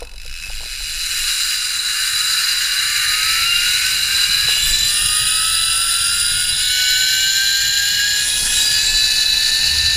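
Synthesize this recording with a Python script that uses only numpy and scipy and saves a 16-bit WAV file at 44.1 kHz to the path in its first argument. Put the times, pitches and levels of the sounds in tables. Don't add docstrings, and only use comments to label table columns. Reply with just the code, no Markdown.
import sys
import numpy as np
from scipy import signal
from scipy.fft import rfft, irfft
from scipy.io import wavfile
from scipy.ndimage import uniform_filter1d

SR = 44100
rng = np.random.default_rng(int(sys.argv[2]) if len(sys.argv) > 2 else 0)


def bounce(signal):
    frames = np.transpose(np.atleast_2d(signal))
    limited = np.clip(frames, -1, 1)
    pcm = np.round(limited * 32767).astype(np.int16)
    wavfile.write(sys.argv[1], SR, pcm)


N = 439236

# [t/s, strand rate/Hz]
STRAND_RATE = [(0.0, 43.8), (0.1, 46.5), (0.17, 45.3), (0.22, 61.9), (0.25, 69.3), (0.285, 55.7),
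               (0.32, 67.8), (0.355, 90.0), (0.41, 75.3), (0.46, 103.2), (0.6, 111.0), (0.9, 158.0),
               (1.5, 226), (2.1, 302.5), (2.7, 377.5), (3.05, 405.5), (3.75, 490.7), (4.05, 522),
               (4.35, 543.6), (5.3, 638.5), (6, 687), (6.72, 747.5), (6.93, 751.5), (7.35, 786), (7.8, 807),
               (8.1, 826.5), (8.7, 848.7), (8.9, 864.5), (9.1, 869), (9.32, 869), (9.6, 890), (9.96, 891)]
# [t/s, level/dB]
ROLLING_LEVEL = [(0.0, -36.5), (0.08, -44.5), (0.36, -34), (1.19, -19.5), (1.39, -18), (1.69, -20.5),
                 (2.38, -16.5), (2.66, -18), (3.63, -15.5), (4.08, -18), (4.13, -15.5), (6.27, -17),
                 (6.52, -18), (6.88, -15.5), (8.49, -18), (8.57, -15), (8.93, -16), (9.02, -14.5),
                 (9.13, -15.5), (9.96, -16)]
# [f/Hz, nominal width/Hz, then level/dB at each of seven camera aims]
TROLLEY_MODES = [(1500, 286, 2, 2, -2, -1, -35, -6, -8), (1740, 241, -1, 1, -1, -2, 2, -6, -3),
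                 (2290, 488, 2, 0, -4, -20, -6, -8, -7), (2550, 140, 9, 0, 2, -1, -8, 0, 1),
                 (2810, 57, 7, 10, 5, 10, 1, 3, -7), (2910, 86, 9, 6, 9, 7, 12, 4, 5),
                 (3340, 240, -3, -6, -1, 2, 4, 3, -18), (3560, 170, 0, -5, 4, 2, -7, 2, -3),
                 (3890, 102, 9, 10, 4, 6, -2, 9, 8), (3980, 60, 15, 17, 16, 12, 15, 12, 18),
                 (4200, 197, 7, 8, 4, -8, 11, 6, 7), (4440, 179, -1, -1, -2, -9, -35, 4, 11),
                 (4810, 84, 10, 12, 10, 10, 2, 3, 10), (5140, 400, 3, 0, 2, 3, 1, 3, 0),
                 (5870, 694, 0, -4, 0, -12, -3, 1, -3), (6760, 400, -5, -4, -4, -3, 0, 0, -1),
                 (7130, 157, -2, 1, 5, -6, 10, 2, -1), (7460, 432, 2, -1, 5, 1, -7, 4, -3),
                 (8450, 613, -3, -5, -2, -35, -13, -1, -11), (9430, 430, -1, -2, -4, 6, -7, 0, -7),
                 (9670, 241, -35, -35, -10, 10, -7, 1, -3), (9870, 300, 2, 0, -4, 0, -35, 2, -6),
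                 (10220, 98, -14, -11, -2, 4, -3, 3, -6), (10450, 200, -35, -24, -12, -2, -2, -1, -18),
                 (10740, 120, -1, -6, 5, 5, -6, 5, -12), (11260, 200, -7, -8, -17, -18, -9, -6, -16),
                 (11890, 200, -10, -18, -15, -14, -9, -10, -20),
                 (12540, 200, -4, -8, -5, -15, -6, -11, -10), (12890, 143, -7, -9, -10, -12, -14, -15, -14),
                 (13210, 250, -7, -9, -8, -11, -6, -9, -10), (13600, 160, -7, -6, 0, -2, -9, -9, -8),
                 (14220, 500, -11, -10, -13, -9, -9, -10, -15),
                 (14980, 306, -17, -17, -19, -18, -14, -12, -22)]
# [t/s, aim 0 to 6]
CAMERA_AIM = [(0, 0), (.9, 0), (1.4, 1), (4.48, 1), (4.62, 2), (4.86, 2), (5, 3), (6.5, 3), (6.76, 4),
              (8.14, 4), (8.32, 5), (8.58, 5), (8.78, 6), (9.96, 6)]
# [t/s, level/dB]
TICK_LEVEL = [(0, -30), (.1, -35), (.25, -28.5), (.45, -23), (.6, -42), (1, -49), (1.5, -49), (9.96, -90)]
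# [f/Hz, level/dB, t60/s]
TICK_MODES = [(2600, -5.5, 0.043), (4000, -23, .03), (5180, -3, 0.0089), (9000, -20, 0.0055)]
# [t/s, buffet level/dB, flap level/dB, rush level/dB]
WIND_LEVELS = [(0, -31, -61, -45.5), (.2, -40.5, -55, -62.5), (1.3, -44.5, -56.5, -56.5),
               (2.3, -43.5, -52, -53.5), (2.9, -44.5, -47.5, -51.5), (4.4, -41.5, -42, -49),
               (6.2, -40.5, -41.5, -48.5), (6.9, -44.5, -48, -51), (7.9, -45.5, -43.5, -50),
               (8.45, -43, -42, -42), (9.1, -38.5, -47, -45), (9.96, -39, -37.5, -42.5)]
# [f/Hz, level/dB per Hz]
BUFFET_SPECTRUM = [(10, -35), (15, 7.5), (42, -0.5), (70, -12), (140, -40), (250, -70)]
FLAP_SPECTRUM = [(30, -14), (60, 6), (80, 0.5), (130, -1.5), (220, -15.5), (400, -29), (700, -57)]
RUSH_SPECTRUM = [(120, -18), (200, -1), (370, -7.5), (608, -7), (669, -5), (792, -4), (1000, -3),
                 (1150, -11.5), (1500, -1.5), (2530, -120)]
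# [t/s, level/dB, f/Hz]
MOAN_GLIDE = [(9.55, -59, 69.3), (9.7, -33, 70.7), (9.85, -29.5, 80.5), (9.91, -46, 75.2),
              (9.96, -26, 67.8)]
# [t/s, nominal level/dB, lift of the upper modes/dB]
CASE_KNOCKS = [(0.02, -21.5, -18), (0.123, -49, -9), (0.139, -44, -11), (0.253, -38.5, -20),
               (0.463, -56, 11), (0.499, -49.5, 13), (0.605, -40.5, 0), (0.629, -41, 1), (0.656, -40, -10),
               (0.737, -53, -6), (0.804, -54, 11), (1.131, -49, -8), (4.485, -36.5, 6), (4.516, -44, -2),
               (4.566, -48, 10)]
# [f/Hz, level/dB, t60/s]
CASE_MODES = [(482, -1, .05), (600, 0, .02), (730, 4, .018), (860, 3, .02)]
# [t/s, nominal level/dB, length of one half-swing/s]
CASE_PUSHES = [(0.485, -17, 0.019), (0.528, -26, 0.021), (0.568, -22, 0.027), (4.687, -23, 0.017),
               (9.598, -24, 0.015)]
# [multiple of strand rate, level/dB before the high-tone fade]
SIDE_TONES = [(1.73, -28), (1.87, -30), (2.13, -30), (2.27, -28), (2.33, -30), (2.73, -32), (3.4, -27),
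              (3.73, -28), (4.27, -26), (4.41, -27), (4.59, -24), (5, -25), (5.25, -25), (5.43, -25),
              (6, -25)]
# [t/s, f/Hz, lift/dB, length/s, width/Hz]
RING_SWELLS = [(.17, 3960, 3, .03, 500), (.46, 4000, -3, 0.036, 500), (1.503, 7600, 3, 1.5, 4000),
               (2.097, 4830, 0, 1.2, 200), (3.51, 2810, 10, .18, 90), (4.45, 4025, 5.5, 0.68, 200),
               (4.83, 7250, 8, 0.098, 500), (6.195, 4800, 2.5, .5, 300), (6.25, 2900, -5.5, 0.7, 200),
               (6.554, 3650, 12, 0.078, 400), (6.665, 3700, 11.5, 0.099, 500), (7.75, 8700, -2, 0.54, 1390),
               (8.315, 9900, 5, 0.23, 1200), (8.49, 10800, 5, 0.06, 1200), (8.576, 7400, 5, .12, 1200),
               (8.723, 4370, -8, 0.37, 400), (8.67, 4820, 16, 0.14, 130), (8.82, 4760, 3, 0.21, 130),
               (8.91, 7660, 11.5, 0.26, 800)]
# [t/s, length/s, buffet lift/dB]
WIND_GUSTS = [(0.263, 0.27, 11.5), (0.536, 0.18, 15), (0.894, 0.56, 9.5), (1.235, 0.13, 8.5),
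              (3.27, 0.33, 4), (4.695, 0.13, 15.5), (5.05, 0.82, 7.5), (6.612, 0.47, 6), (7, .2, 7),
              (8.47, .4, 8), (8.957, .25, 10.5)]
# [f/Hz, level/dB]
PATH_RESPONSE = [(300, -87), (650, -66), (800, -69.5), (1000, -57), (1130, -48), (1280, -32.5),
                 (1420, -29.5), (1520, -30.5), (1640, -29.5), (1780, -28), (1870, -36), (2050, -46),
                 (2250, -31.5), (2450, -40.5), (2560, -31), (2700, -36), (2950, -27), (3120, -40),
                 (3350, -32), (3520, -42)]
# [multiple of strand rate, then lift/dB at each of seven camera aims]
WHINE_BALANCE = [(1, 15, 9, 9, 9, 14.5, 6, -1), (2, -5, 0, -6, -0.5, 5, -1, -1.2),
                 (3, -5, 0.5, -5, -1, 0.5, 2.5, 1.5), (4, -6, -6, -3, -0.5, 1, 2.5, 3)]
# [t/s, length/s, dip/dB]
WHINE_DIPS = [(4.05, 0.14, -6), (6.58, 0.23, -8.5), (8.55, 0.5, -2)]

FLAP_SHARE, RUSH_SHARE = 0.3, 0.25
PORT_HZ = 1300
CASE_LOW_HZ = 400
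EDGE_HZ = 15350
FRAME = dict(nperseg=2048, noverlap=1536)


def gain_of(db):
    return 10 ** (np.asarray(db) / 20)


def evened(x):
    return x / np.sqrt(np.mean(x ** 2) + 1e-20)


def curve(rows, t=None):
    s, *columns = np.transpose(rows)
    at = np.arange(N) / SR if t is None else t
    return np.array([np.interp(at, s, column) for column in columns])


def wander(hz, count=1):
    knots = rng.standard_normal((count, int(3 * hz * N / SR) + 2))
    knots = uniform_filter1d(knots, size=3)
    at = np.linspace(0, knots.shape[1] - 1, N)
    return np.array([np.interp(at, np.arange(len(k)), evened(k)) for k in knots])


def bumps(rows):
    t = np.arange(N) / SR
    return sum(db * np.exp(-(2 * (t - s) / length) ** 2) for s, length, db in rows)


def blend(aim, columns):
    low = np.minimum(aim.astype(int), columns.shape[1] - 2)
    return columns[:, low] * (1 + low - aim) + columns[:, low + 1] * (aim - low)


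def coloured(points):
    hz, db = np.transpose(points)
    bins = np.fft.rfftfreq(N, 1 / SR)
    shape_db = np.interp(np.log(bins + 1), np.log(hz + 1), db, left=-90, right=-90)
    return evened(irfft(rfft(rng.standard_normal(N)) * gain_of(shape_db), N))


def tones(turns, level_db, phase_shake, shake_db):
    shake = wander(14.6, count=2 * len(turns))
    phase = np.float32(2 * np.pi * (turns % 1) + phase_shake * shake[::2])
    gain = gain_of(np.float32(level_db + shake_db * shake[1::2]))
    return np.sqrt(2) * (gain * np.sin(phase)).sum(0)


def ring(modes, lift_db=0):
    hz, db, t60 = np.transpose(modes)[:, :, None]
    t = np.arange(6000) / SR
    decay = gain_of(db + lift_db - 60 * t / t60)
    return (decay * np.sin(2 * np.pi * hz * t)).sum(0)


def highpass(x, order, hz):
    return signal.sosfilt(signal.butter(order, hz, "high", fs=SR, output="sos"), x)


def add(mix, s, sound):
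    part = mix[round(s * SR):][:len(sound)]
    part += sound[:len(part)]


def wind():
    gust_share = [1, FLAP_SHARE, RUSH_SHARE]
    buffet_db, flap_db, rush_db = curve(WIND_LEVELS) + np.outer(gust_share, bumps(WIND_GUSTS))
    buffet = gain_of(buffet_db) * coloured(BUFFET_SPECTRUM)
    flap = gain_of(flap_db + 3.5 * wander(21)[0]) * coloured(FLAP_SPECTRUM)
    rush = gain_of(rush_db + 1.1 * wander(30)[0]) * coloured(RUSH_SPECTRUM)
    b, a = signal.iirpeak(CASE_MODES[0][0], 12., SR)
    rush = rush + 0.7 * signal.lfilter(b, a, rush)
    moan_db, moan_hz = curve([(0, -87, 59)] + list(MOAN_GLIDE))
    moan_phase = 2 * np.pi * np.cumsum(moan_hz) / SR
    moan = gain_of(moan_db + 2.0 * wander(25)[0]) * np.sin(moan_phase)
    return buffet + flap + rush + np.sqrt(2) * moan


def wheel_contact(turns, rate):
    pulsed = np.exp(-rate / 130) * 4.0 * np.exp(-(turns % 1) / .18)
    steady = 0.91 * (1 - np.exp(-rate / 70))
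    grit_db = .5 * wander(25)[0] + .8 * wander(250)[0]
    noise = (steady + pulsed) * gain_of(grit_db) * rng.standard_normal(N)
    multiple, tone_db = np.transpose(SIDE_TONES)[:, :, None]
    fade_db = -2.0 * np.log2(np.maximum(multiple * rate / 2200, 1))
    return noise + tones(multiple * turns, tone_db + fade_db, phase_shake=.4, shake_db=2.2)


def trolley_power(hz, aim):
    centre, width, *heard_db = np.transpose(TROLLEY_MODES)
    power = blend(aim, gain_of(heard_db).T ** 2)
    flutter = evened(uniform_filter1d(rng.standard_normal(power.shape), size=5))
    off = (2 * (hz[:, None] - centre) / width) ** 2
    peaks = 1 / (1 + off) / (1 + off / 9)
    port = 1 / (1 + (PORT_HZ / (hz + 1)) ** 12.)
    return port[:, None] * (peaks @ (power * gain_of(0.51 * flutter) ** 2))


def ringing_colour(hz, t, aim):
    comb = uniform_filter1d(rng.standard_normal((len(hz), 8)), size=2, axis=0)
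    comb_db = 2.2 * np.clip(hz / 5000, .3, 1)[:, None] * (comb[:, :1] + blend(aim, comb[:, 1:]))
    sway = uniform_filter1d(rng.standard_normal((2, len(hz), len(t))), size=40, axis=1)
    slow = evened(uniform_filter1d(sway[0], size=50))
    fast = evened(uniform_filter1d(sway[1], size=6))
    swinging = uniform_filter1d(np.isin(np.round(aim), (2, 5)) * 1., size=9)
    colour_db = comb_db + 1.0 * slow + 2.0 * swinging * fast
    for s, swell_hz, db, length, span in RING_SWELLS:
        in_pitch = np.exp(-(2 * (hz - swell_hz) / span) ** 2)
        in_time = np.exp(-(2 * (t - s) / length) ** 2)
        colour_db += db * np.outer(in_pitch, in_time)
    return colour_db


def rolling(turns, rate):
    hz, t, spectrum = signal.stft(wheel_contact(turns, rate), SR, **FRAME)
    aim = curve(CAMERA_AIM, t)[0]
    power = trolley_power(hz, aim) * gain_of(2 * ringing_colour(hz, t, aim))
    filtered = spectrum * np.sqrt(power / power.mean(0))
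    sound = signal.istft(filtered, SR, **FRAME)[1][:N]
    steady = sound / np.sqrt(uniform_filter1d(sound ** 2, size=8000) + 1e-12)
    return gain_of(curve(ROLLING_LEVEL)[0]) * steady


def handling():
    out = np.zeros(N)
    upper = (np.transpose(CASE_MODES)[0] > 680)[:, None]
    scuffs = rng.standard_normal((len(CASE_KNOCKS), 400))
    scuffs = uniform_filter1d(scuffs, size=12) * np.hanning(400)
    for (s, db, upper_db), scuff in zip(CASE_KNOCKS, scuffs):
        finger = np.r_[np.hanning(40) / 20, .09 * scuff]
        add(out, s, gain_of(db) * np.convolve(ring(CASE_MODES, upper * upper_db), finger))
    out = highpass(out, 3, CASE_LOW_HZ)
    for s, db, length in CASE_PUSHES:
        u = np.arange(round(5 * length * SR)) / (length * SR)
        onset = np.sin(np.pi / 2 * np.minimum(3 * u, 1)) ** 2
        swing = np.sin(np.pi * (u - .15)) * np.exp(-.8 * u)
        add(out, s, -gain_of(db) * swing * onset)
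    return out


def ticks(turns):
    crossed = np.diff(np.floor(turns), prepend=1) * (turns > .5) > 0
    chance = 500 / SR * np.exp(-(turns % 1) / .4)
    rattle = gain_of(-5.0) * (rng.random(N) < chance) * rng.choice([-1, 1], N)
    strength_db = curve(TICK_LEVEL)[0] + 2.2 * rng.standard_normal(N)
    blows = (crossed + rattle) * gain_of(strength_db)
    return highpass(signal.oaconvolve(blows, ring(TICK_MODES))[:N], 4, PORT_HZ)


def whine(turns, rate):
    balance = np.array(WHINE_BALANCE)
    multiple, lifts_db = balance[:, :1], balance[:, 1:]
    hz, db = np.transpose(PATH_RESPONSE)
    path_db = np.interp(np.log(multiple * rate), np.log(hz), db)
    level_db = path_db + blend(curve(CAMERA_AIM)[0], lifts_db) + bumps(WHINE_DIPS)
    return tones(multiple * turns, level_db, phase_shake=.4, shake_db=1.8)


def scene():
    rate = curve(STRAND_RATE)[0]
    turns = np.cumsum(rate) / SR - .22
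    sound = wind() + rolling(turns, rate) + handling() + ticks(turns) + whine(turns, rate)
    return sound[None]


def record(dry):
    lowpass = signal.firwin(511, EDGE_HZ, window=("kaiser", 9), fs=SR)
    return signal.oaconvolve(dry, lowpass[None], "same")


dry = scene()
out = record(dry)
bounce(out)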